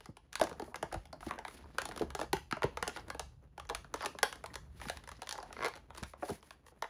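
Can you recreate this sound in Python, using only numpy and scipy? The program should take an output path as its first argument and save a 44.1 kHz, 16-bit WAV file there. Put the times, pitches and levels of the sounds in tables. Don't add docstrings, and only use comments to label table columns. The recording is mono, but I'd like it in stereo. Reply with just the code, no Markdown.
import sys
import numpy as np
from scipy import signal
from scipy.fft import rfft, irfft
from scipy.io import wavfile
from scipy.ndimage import map_coordinates

SR = 44100
rng = np.random.default_rng(int(sys.argv[2]) if len(sys.argv) > 2 else 0)


def store_pcm(level_fs):
    pcm = np.round(np.clip(level_fs, -1, 1) * 32767).astype(np.int16)
    wavfile.write(sys.argv[1], SR, np.atleast_2d(pcm).T)


def how_loud(loudness_db):
    steps = np.asarray(loudness_db, float) / 20
    return 10 ** steps


N = 303849
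HZ = np.maximum(np.fft.rfftfreq(N, 1 / SR), 1)

# [multiple of ring pitch, level/dB]
SKIN_MODES = [(0.499, -11.5), (.72, -8), (1.001, -1.5), (1.3, -1.5), (1.7, -2), (2.2, -1.5), (2.9, -3),
              (3.8, -4)]


def at_hz(points, hz):
    table_hz, table_db = np.transpose(points)
    return np.interp(np.log(hz), np.log(table_hz), table_db)


def in_time(rows):
    s, *columns = np.transpose(rows)
    return [np.interp(np.arange(N) / SR, s, column) for column in columns]


def rms_one(x):
    return x / np.sqrt(np.mean(x ** 2) + 1e-20)


def coloured(x, spectrum):
    return rms_one(irfft(rfft(x) * how_loud(at_hz(spectrum, HZ)), N))


def drift(rate_hz):
    r = np.exp(-2 * np.pi * rate_hz / SR)
    return rms_one(signal.lfilter([1], [1, -2 * r, r * r], rng.standard_normal(N)))


def add(out, s, sound):
    i = round(s * SR)
    out[..., i:i + sound.shape[-1]] += sound[..., :N - i]


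def rubbing():
    # [t/s, level/dB]
    creak_curve = [(0.0, -71), (0.17, -81.5), (0.52, -57), (1.06, -66.5), (1.36, -59.5), (1.7, -63),
                   (2.0, -54.5), (2.3, -72.5), (3.07, -56.5), (3.27, -74.5), (3.56, -73.5), (4.14, -58),
                   (4.62, -67), (4.86, -61.5), (5.3, -68), (5.57, -56.5), (5.76, -69), (6.89, -71.5)]
    # [f/Hz, level per Hz/dB]
    creak_colour = [(120, -26.5), (200, 1.5), (350, 0), (650, -4), (1100, -5.5), (1800, -9), (3000, -16.5),
                    (5000, -27.5)]
    # [f/Hz, level per Hz/dB]
    hiss_colour = [(900, -18), (1800, 13.5), (2800, 9), (4500, 11), (7000, 1), (10000, -1.5), (13000, -4),
                   (16000, -8.5)]
    # [start t/s, length/s, hiss level/dB, treble over hiss/dB]
    strokes = [(0, 0.081, -66, -4), (0.067, 0.053, -69, 6), (0.186, 0.16, -87, -4),
               (0.595, 0.15, -75, 19.5), (0.868, 0.17, -63, -6), (0.995, 0.064, -66, 2),
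               (1.198, 0.081, -57.5, 11), (1.232, 0.093, -53.5, 2), (1.416, 0.22, -62, 11),
               (1.517, 0.14, -60.5, -17), (1.61, 0.22, -70.5, -18), (1.977, 0.086, -52, -1),
               (2.134, 0.16, -55, -2), (2.881, 0.17, -57.5, -8), (3.937, 0.11, -55, -14),
               (4.235, .12, -56.5, -0.5), (4.55, 0.073, -81, -5), (4.688, 0.37, -55, 5.5),
               (5.013, 0.26, -63, -17), (5.226, 0.45, -63.5, -5), (5.467, 0.33, -60, -15.5),
               (5.918, 0.14, -56, 1), (6.04, 0.1, -58, 11), (6.16, 0.27, -53, 8.5), (6.387, 0.2, -65, 9),
               (6.543, 0.11, -80, 4), (6.645, 0.083, -68.5, 18.5), (6.725, 0.19, -80, 11)]
    sizes = how_loud(4.5 * np.minimum(rng.exponential(1, N), 4)) * rng.choice([-1, 1], N)
    slips_per_s = 800 * how_loud(6 * drift(25))
    grains = sizes * (rng.random(N) < slips_per_s / SR)
    noise = rng.standard_normal((3, N))
    creak = coloured(grains + 0.16 * (noise[0] + 1.4 * noise[1:]), creak_colour)
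    hiss = coloured(0.32 * grains + 0.99 * noise[1:], hiss_colour)
    treble = signal.sosfilt(signal.butter(2, 6500, "high", fs=SR, output="sos"), hiss)
    dull, bright = np.zeros((2, N))
    for s, length, hiss_db, treble_db in strokes:
        swell = np.sin(np.linspace(0, np.pi, round(length * SR))) ** 2.08
        add(dull, s, how_loud(hiss_db) * swell)
        add(bright, s, how_loud(hiss_db + treble_db) * swell)
    slide = dull * (hiss - treble) + bright * treble
    creak_db, = in_time(creak_curve)
    patchy = how_loud(3 * drift(14))
    return how_loud(creak_db) * patchy * creak + how_loud(3.7 * drift(33)) * slide


def rumble():
    # [t/s, rumble level/dB]
    arms_curve = [(0, -74), (.4, -66.5), (.95, -63.5), (1.7, -67), (1.85, -60), (2.9, -58.5), (3.1, -57),
                  (3.5, -67.5), (3.7, -60.5), (4.2, -65), (4.8, -62), (5.6, -67), (6.89, -72.5)]
    rumble_db, = in_time(arms_curve)
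    noise = rng.standard_normal((3, N))
    low = coloured(noise[0] + noise[1:] / 5, [(25, -47.0), (45, 4.0), (60, -3.0), (73, 8.0), (86, -9.5),
                                              (110, -4.5), (160, -4.5), (300, -47.5)])
    return how_loud(rumble_db + 2.0 * drift(2.3)) * low


def still_air():
    # [f/Hz, level/dB]
    air_colour = [(150, -37.5), (260, -2.5), (384, -12.5), (757, -12.5), (2170, -41.5), (2660, -16.5),
                  (8000, -31), (15000, -53)]
    return how_loud(-79) * coloured(rng.standard_normal((2, N)), air_colour)


def all_slips():
    # [t/s, crack level/dB, ring level/dB, ring f/Hz]
    snaps = [(0.355, -21.5, -33.5, 1200), (0.3974, -28.5, -35.5, 800), (0.4135, -19, -23.5, 608),
             (0.4378, -25.5, -44.5, 333), (0.8274, -29, -29.5, 644), (1.7839, -22.5, -22.5, 1240),
             (1.8176, -27, -37.5, 830), (1.8543, -25.5, -39, 543), (2.15, -26, -30.5, 864),
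             (2.2135, -29, -31, 630), (2.3305, -16, -25, 768), (2.5249, -32, -22.5, 1320),
             (2.6317, -30.5, -21, 1227), (2.6397, -29.5, -27.5, 400), (2.7717, -31.5, -31, 917),
             (2.8264, -24.5, -25.5, 980), (2.8776, -21.5, -39, 428), (3.1018, -28.5, -31.5, 996),
             (3.1954, -24, -34.5, 739), (3.698, -26.5, -31, 940), (3.7485, -23, -32, 1090),
             (3.9404, -25.5, -29.5, 549), (4.059, -21.5, -27.5, 800), (4.23, -11.5, -20, 745),
             (4.8855, -32.5, -34, 1510), (4.8978, -24.5, -26.5, 883), (5.2193, -30.5, -37.5, 813),
             (5.292, -26, -39.5, 1110), (5.3257, -26, -39.5, 1000), (6.823, -27.5, -31.5, 903)]
    # [t/s, ring level/dB, ring f/Hz]
    middling = [(0.47, -37.5, 740), (0.5971, -37, 510), (0.6201, -40, 428), (0.9258, -33.5, 664),
                (0.9425, -33, 626), (1.128, -43, 606), (1.2655, -40.5, 327), (1.3884, -36, 843),
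                (1.481, -37.5, 1090), (2.0179, -34.5, 318), (2.1041, -39.5, 1210), (2.1914, -34, 604),
                (2.23, -39.5, 472), (2.3674, -35.5, 1470), (2.5118, -31, 1490), (2.962, -37.5, 846),
                (2.9706, -36, 1220), (3.1469, -38, 647), (3.5784, -40.5, 793), (3.598, -36, 1200),
                (4.1873, -33, 1720), (4.44, -38, 847), (4.815, -36.5, 980), (4.9714, -38.5, 1720),
                (5.272, -37, 1200), (5.3105, -31.5, 1750), (6.285, -48.5, 660), (6.2922, -34.5, 365),
                (6.3035, -35, 293), (6.5072, -40.5, 1203)]
    # [t/s, ring level/dB, ring f/Hz]
    plucks = [(0.428, -32.5, 518), (0.5129, -41, 400), (0.7435, -33.5, 1040), (1.142, -60, 580),
              (1.2843, -44, 1200), (1.3093, -29, 1026), (1.3376, -40.5, 1110), (1.4502, -31.5, 1120),
              (1.796, -38, 1200), (1.9122, -39, 1020), (2.5684, -34.5, 740), (2.6207, -30, 893),
              (2.869, -37, 910), (2.8943, -37.5, 1410), (3.2022, -42, 694), (3.8448, -43.5, 1320),
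              (4.0076, -31, 1100), (4.0162, -41, 1350), (4.0274, -35.5, 1000), (4.0391, -39, 800),
              (4.0474, -47, 685), (4.1493, -44.5, 400), (4.7997, -44, 1320), (5.403, -47, 670),
              (5.354, -42.5, 806), (5.7376, -40.5, 1330), (5.779, -50, 1230), (5.9045, -43, 1037),
              (6.135, -42.5, 863), (6.8417, -34.5, 950)]
    # [t/s, crack level/dB, ring f/Hz]
    dry_cracks = [(0.3294, -34, 2110), (0.4946, -38.5, 760), (0.6426, -47.5, 920), (0.7578, -30, 695),
                  (1.8892, -35.5, 453), (1.962, -36, 470), (1.9759, -31, 940), (1.9953, -34, 744),
                  (2.1997, -34, 637), (3.6917, -34, 743), (3.9594, -40, 900), (4.0233, -37, 1150),
                  (4.048, -30.5, 557), (4.3267, -31, 1010), (4.357, -42, 656), (4.4599, -32, 1290),
                  (4.541, -35, 1230), (4.5556, -28, 800), (5.0899, -36, 1000), (5.231, -41.5, 800),
                  (5.2637, -50.5, 715), (5.3787, -37, 746), (5.4282, -37.5, 600), (5.528, -34.5, 1140),
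                  (5.683, -30, 995), (5.755, -41, 502), (5.975, -37, 900), (5.9802, -34.5, 810),
                  (6.0287, -35.5, 654), (6.0348, -31, 1206)]
    # [t/s, crack level/dB]
    ticks = [(0.0057, -44), (0.0577, -40), (0.169, -43), (0.325, -52), (0.339, -44), (0.5286, -42.5),
             (1.0549, -45), (1.207, -42), (1.51, -46), (1.9199, -39.5), (2.9, -47), (3.082, -44),
             (3.6522, -49), (4.536, -46.5), (5.0385, -43.5), (5.075, -39), (5.116, -38.5), (5.1217, -49),
             (5.762, -41.5), (5.773, -45.5), (5.9489, -40.5), (5.962, -47), (6.428, -46.5), (6.665, -47.5),
             (6.683, -49.5)]
    rows = list(snaps)
    rows += [(s, ring_db - 0.5, ring_db, hz) for s, ring_db, hz in middling]
    rows += [(s, ring_db - 10, ring_db, hz) for s, ring_db, hz in plucks]
    rows += [(s, crack_db, crack_db - 8.5, hz) for s, crack_db, hz in dry_cracks]
    rows += [(s, crack_db, crack_db - 5, 882) for s, crack_db in ticks]
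    return sorted(rows)


def crack(hz, fade_s, noise):
    t = np.arange(noise.shape[1]) / SR
    shape = np.minimum(t / 0.000077, 1) * (np.exp(-t / fade_s) + 4.7 * np.exp(-t / 0.000084))
    band = signal.butter(1, [hz * .5, min(hz * 1.51, .45 * SR)], "band", fs=SR)
    burst = signal.lfilter(*band, (noise[0] + 3.9 * noise[1:]) * shape)
    return burst / np.sqrt(np.mean(burst[:, :60] ** 2))


def drum(hz, cycles, lag_cycles, sag, spread_db, chance):
    t, out = np.arange(4096) / SR, 0
    for (multiple, db), (detune, uneven, start_turn) in zip(SKIN_MODES, chance):
        f = hz * multiple * (1 + 0.097 * detune * (db < 0))
        u = t * f
        fade = how_loud(-60 * np.maximum(u - lag_cycles, 0) / cycles)
        swell = np.minimum(u / lag_cycles, 1) ** 2 * fade
        turns = u + sag * (1 - np.exp(-u / 2))
        level = how_loud(db + spread_db * uneven * (db < 0))
        out = out + level * swell * np.sin(2 * np.pi * (turns + start_turn))
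    return out


def cavity(chance, t60):
    # [f/Hz, level/dB]
    pocket_modes = [(1150, -18), (1450, -2.5), (1720, 0.5), (2170, -6)]
    t, out = np.arange(1024) / SR, 0
    for (hz, db), (detune, uneven, phase) in zip(pocket_modes, chance):
        f = hz * (1 + 0.045 * detune)
        out = out + how_loud(db + 2 * uneven) * np.sin(2 * np.pi * (f * t + phase))
    return np.minimum(t / 0.00028, 1) * how_loud(-60 * t / t60) * out


def slips():
    out, last_s, spot = np.zeros((2, N)), -1, 0
    for s, crack_db, ring_db, ring_hz in all_slips():
        crack_hz = 4240 * how_loud(0.01 * (crack_db + 25.0))
        noise = rng.standard_normal((3, 512))
        chance = rng.standard_normal((len(SKIN_MODES), 3))
        kept = .9 if s - last_s < .025 else 0
        spot = kept * spot + np.sqrt(1 - kept ** 2) * chance
        last_s = s
        ring = drum(ring_hz, cycles=16.6, lag_cycles=2.05, sag=0.17, spread_db=1.5, chance=spot)
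        add(out, s, how_loud(crack_db - 3.5) * crack(crack_hz, 0.0028, noise))
        add(out, s, how_loud(ring_db + 1.0) * ring)
        add(out, s, how_loud(0.61 * ring_db + 0.58 * crack_db - 4.0) * cavity(spot[::2], t60=0.037))
    return out


def knocks(table, cycles, lag_cycles, dull_hz):
    out = np.zeros(N)
    for s, db, hz in table:
        chance = rng.standard_normal((len(SKIN_MODES), 3))
        add(out, s, how_loud(db) * drum(hz, cycles, lag_cycles, sag=0.44, spread_db=2.2, chance=chance))
    return signal.lfilter(*signal.butter(2, dull_hz, fs=SR), out)


def table_bumps():
    # [t/s, peak level/dB, ring f/Hz]
    bumps = [(0.085, -49, 113), (0.832, -49, 130), (0.953, -44.5, 63), (1.264, -42.5, 121.5),
             (2.011, -40, 199), (2.334, -41.5, 71), (2.524, -36, 210), (2.639, -32.5, 108),
             (2.824, -38, 188), (4.864, -45.5, 107), (6.02, -42, 111), (6.304, -43, 140)]
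    return knocks(bumps, 7.5, 1.09, dull_hz=400) * (0.83 + 0.21 * drift(70))


def skin_pops():
    # [t/s, peak level/dB, ring f/Hz]
    pops = [(0.09, -55, 368), (0.677, -49, 388), (0.958, -48, 643), (1.134, -51, 557), (1.227, -35.5, 1320),
            (2.021, -37.5, 446), (2.35, -65, 387), (3.423, -68.5, 605), (3.704, -39.5, 513),
            (4.853, -40, 664), (5.354, -45, 900), (5.385, -39.5, 748), (5.505, -46, 774), (6.223, -34, 602),
            (6.229, -35, 707), (6.234, -48.5, 518), (6.719, -57, 654)]
    return knocks(pops, 24.2, 2.5, dull_hz=1830)


def boing(hz, cycles, size=4096):
    u = np.arange(size) / SR * hz
    turns = u + 0.37 * (1 - np.exp(-u / 2))
    return how_loud(-60 * u / cycles) * np.minimum(u / 0.6, 1) * np.sin(2 * np.pi * turns)


def boings():
    # [t/s, peak level/dB, f/Hz, cycles to die]
    bubbles = [(0.399, -32, 850, 38), (0.4148, -10, 584, 16), (0.9265, -32, 660, 20), (1.132, -39, 610, 40),
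               (1.380, -36.5, 520, 12), (1.38, -39, 1530, 50), (2.011, -16.5, 400, 6.3),
               (2.234, -37, 490, 12), (2.334, -23.5, 351, 15), (3.942, -41, 736, 19),
               (4.2865, -47, 800, 7.3), (4.442, -37, 830, 20), (5.3545, -34, 810, 12),
               (5.3865, -33, 840, 9), (6.136, -37.5, 950, 20), (6.138, -41.5, 520, 14),
               (6.229, -26, 750, 7.8), (6.235, -30.5, 548, 26), (6.2885, -35, 910, 25),
               (6.304, -26, 332, 5.8), (6.8245, -21.5, 897, 16.7)]
    # [t/s, peak level/dB, f/Hz]
    pings = [(.428, -29, 4630), (.470, -47, 4330), (.514, -50, 4000), (.621, -39, 4380),
             (1.0715, -52, 4800), (1.1296, -34.5, 4260), (1.132, -43.5, 4750), (1.1375, -52, 4600),
             (1.142, -49, 4600), (1.285, -51, 5600), (1.643, -52, 4500), (2.966, -36, 4600),
             (2.997, -41, 5000), (3.4255, -65, 6000), (3.441, -69, 6050), (3.671, -45, 5960),
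             (4.0115, -39, 5000), (4.018, -36, 4800), (4.0254, -40.5, 4560), (4.030, -36, 4600),
             (4.0355, -37, 4700), (4.040, -34, 4530), (4.0455, -49, 4700), (4.050, -43.5, 4900),
             (4.16, -52, 5000), (4.503, -43, 1830), (4.847, -55, 5000), (4.869, -40, 5000),
             (5.168, -47, 5000), (5.231, -38, 4000), (5.402, -37, 4700), (6.01, -49, 5000),
             (6.257, -50, 6000), (6.408, -53, 4980)]
    # [t/s, peak level/dB, f/Hz]
    spikes = [(2.214, -26, 2500), (2.8265, -27, 3500), (2.8778, -17, 4400), (3.102, -24, 4200),
              (3.195, -23, 4400), (3.7485, -18, 4500), (4.059, -23, 4500), (4.3272, -30, 2200),
              (5.272, -26, 4500), (5.2912, -15, 4600), (5.310, -15, 4600), (5.3256, -13.5, 4600)]
    rows = list(bubbles)
    rows += [(s, db, hz, 39) for s, db, hz in pings]
    rows += [(s, db, hz, 5.4) for s, db, hz in spikes]
    out = np.zeros(N)
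    for s, db, hz, cycles in rows:
        add(out, s, how_loud(db) * boing(hz, cycles))
    return out


def mutters(count=60):
    # [start t/s, length/s, level/dB, from f/Hz, to f/Hz]
    drags = [(0.439, 0.048, -49, 900, 800), (0.514, 0.051, -56, 700, 600), (0.712, 0.02, -52, 700, 700),
             (.912, 0.018, -41.5, 1480, 1480), (1.287, 0.045, -39.5, 1300, 1200),
             (1.39, .06, -59, 1600, 1600), (1.636, .015, -51, 1100, 900), (1.764, .03, -67, 910, 900),
             (2.965, 0.038, -46, 1200, 900), (5.33, 0.038, -49, 800, 900), (5.392, 0.092, -52, 760, 890),
             (3.698, 0.042, -44.5, 885, 594), (4.007, 0.057, -37.5, 1200, 990),
             (4.903, 0.069, -56, 1100, 1000), (6.272, 0.027, -50, 800, 885),
             (6.316, 0.019, -51.5, 600, 593)]
    slips_per_s = 450
    out = np.zeros(N)
    for s, length, db, from_hz, to_hz in drags:
        gap, size, tune = rng.random((3, count))
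        late = np.cumsum(.5 + gap) / slips_per_s / length
        for x, a, b in zip(late[late < 1], size, tune):
            hz = (from_hz + (to_hz - from_hz) * x) * (0.737 + .45 * b)
            level = how_loud(db + 11.3 * a) * np.sin(np.pi * x)
            add(out, s + x * length, level * boing(hz, cycles=9.2, size=1024))
    return out


def groan():
    # [t/s, ring level/dB]
    groan_slips = [(5.5662, -34.5), (5.590, -33.5), (5.6062, -30.5), (5.6174, -31.5), (5.6257, -27),
                   (5.6337, -26.5), (5.64, -32), (5.6462, -23.5), (5.6537, -25), (5.6603, -24.5),
                   (5.6645, -30.5), (5.6688, -27), (5.6745, -34.5)]
    # [f/Hz, level/dB]
    twist_modes = [(490, -2.5), (800, -3), (1130, 3.5), (1340, 3.5), (1720, 3), (2060, 3), (3000, -7),
                   (4460, -9.5), (5200, -17), (6050, -18)]
    t, out = np.arange(1024) / SR, np.zeros((2, N))
    hz, db = np.transpose(twist_modes)[:, :, None]
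    lag = 1.63 / hz
    fade = how_loud(db - 60 * np.maximum(t - lag, 0) / 0.01)
    modes = fade * np.minimum(t / lag, 1) * np.sin(2 * np.pi * hz * (t - lag))
    for s, ring_db in groan_slips:
        uneven = how_loud(rng.normal(0, 2.4, len(twist_modes)))
        add(out, s, how_loud(ring_db - 4) * (uneven @ modes))
        crack_db = 3.6 * (ring_db + 25.5) - 35
        add(out, s, how_loud(crack_db) * crack(3800, 0.0017, rng.standard_normal((3, 512))))
    return out


def room(x):
    # [f/Hz, time to fall 60 dB/s, level/dB]
    echo_bands = [(300, 0.22, -13.5), (1200, 0.2, -5.5), (4000, 0.31, -9), (11000, 0.29, -12)]
    t, edges = np.arange(SR // 2) / SR, [60, 600, 2400, 7000, 17000]
    tail = 0
    for (hz, t60, db), low, high in zip(echo_bands, edges, edges[1:]):
        band_filter = signal.butter(2, [low, high], "band", fs=SR, output="sos")
        band = signal.sosfilt(band_filter, rng.standard_normal((3, len(t))))
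        alike = np.clip(350 / hz, 0, 1)
        both = alike * band[0] + np.sqrt(1 - alike ** 2 * 0.17) * band[1:]
        fade = how_loud(-60 * t / t60) * np.minimum(t / 0.0004, 1)
        tail = tail + how_loud(db) * both * fade / np.sqrt(np.sum(fade ** 2))
    return signal.fftconvolve(x[None], tail, axes=1)[:, :N]


def stirred(echo, samples=9.0, per_s=10.0):
    read = np.arange(N) + samples * drift(per_s)
    return np.array([map_coordinates(side, [read], order=3, mode="nearest") for side in echo])


def scene():
    blows = slips() + table_bumps() + skin_pops() + boings() + mutters() + groan()
    return rubbing() + rumble() + still_air() + blows + stirred(room(blows[0]))


def ports(x):
    # [f/Hz, phase/rad]
    left_leads = [(0, 0), (3000, 2.3), (3700, 1.5), (4200, -.5), (6500, 0), (8350, -np.pi),
                  (15600, -5 * np.pi), (17000, -5 * np.pi)]
    # [f/Hz, level/dB]
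    left_louder = [(60, -3), (300, -2), (700, 2.5), (1290, 2), (2380, 4.5), (4400, 3.5), (8120, 3.5),
                   (15000, -3)]
    left, right = rfft(x)
    shared = np.clip((HZ - 5800) / 3000, 0, .975)
    right = shared * left + np.sqrt(1 - shared ** 2) * right
    phase = np.interp(HZ, *np.transpose(left_leads)) / 2
    tilt = how_loud(at_hz(left_louder, HZ) / 2) * np.exp(1j * phase)
    return np.array([left * tilt, right / tilt])


def low_pass(x):
    return signal.sosfilt(signal.butter(12, 16690, fs=SR, output="sos"), x)


def record(dry):
    colour = how_loud(at_hz([(20, -37.5), (45, 6.5), (8000, -6.0), (10000, 0.5), (11500, -3.5), (12050, 2),
                        (12600, -7.5), (15000, -5.5)], HZ))
    heard = np.tanh(irfft(ports(dry) * colour, N) * 2) / 2
    heard = irfft(rfft(heard) * (HZ < 16600), N)
    return low_pass(heard)


dry = scene()
out = record(dry)
store_pcm(out)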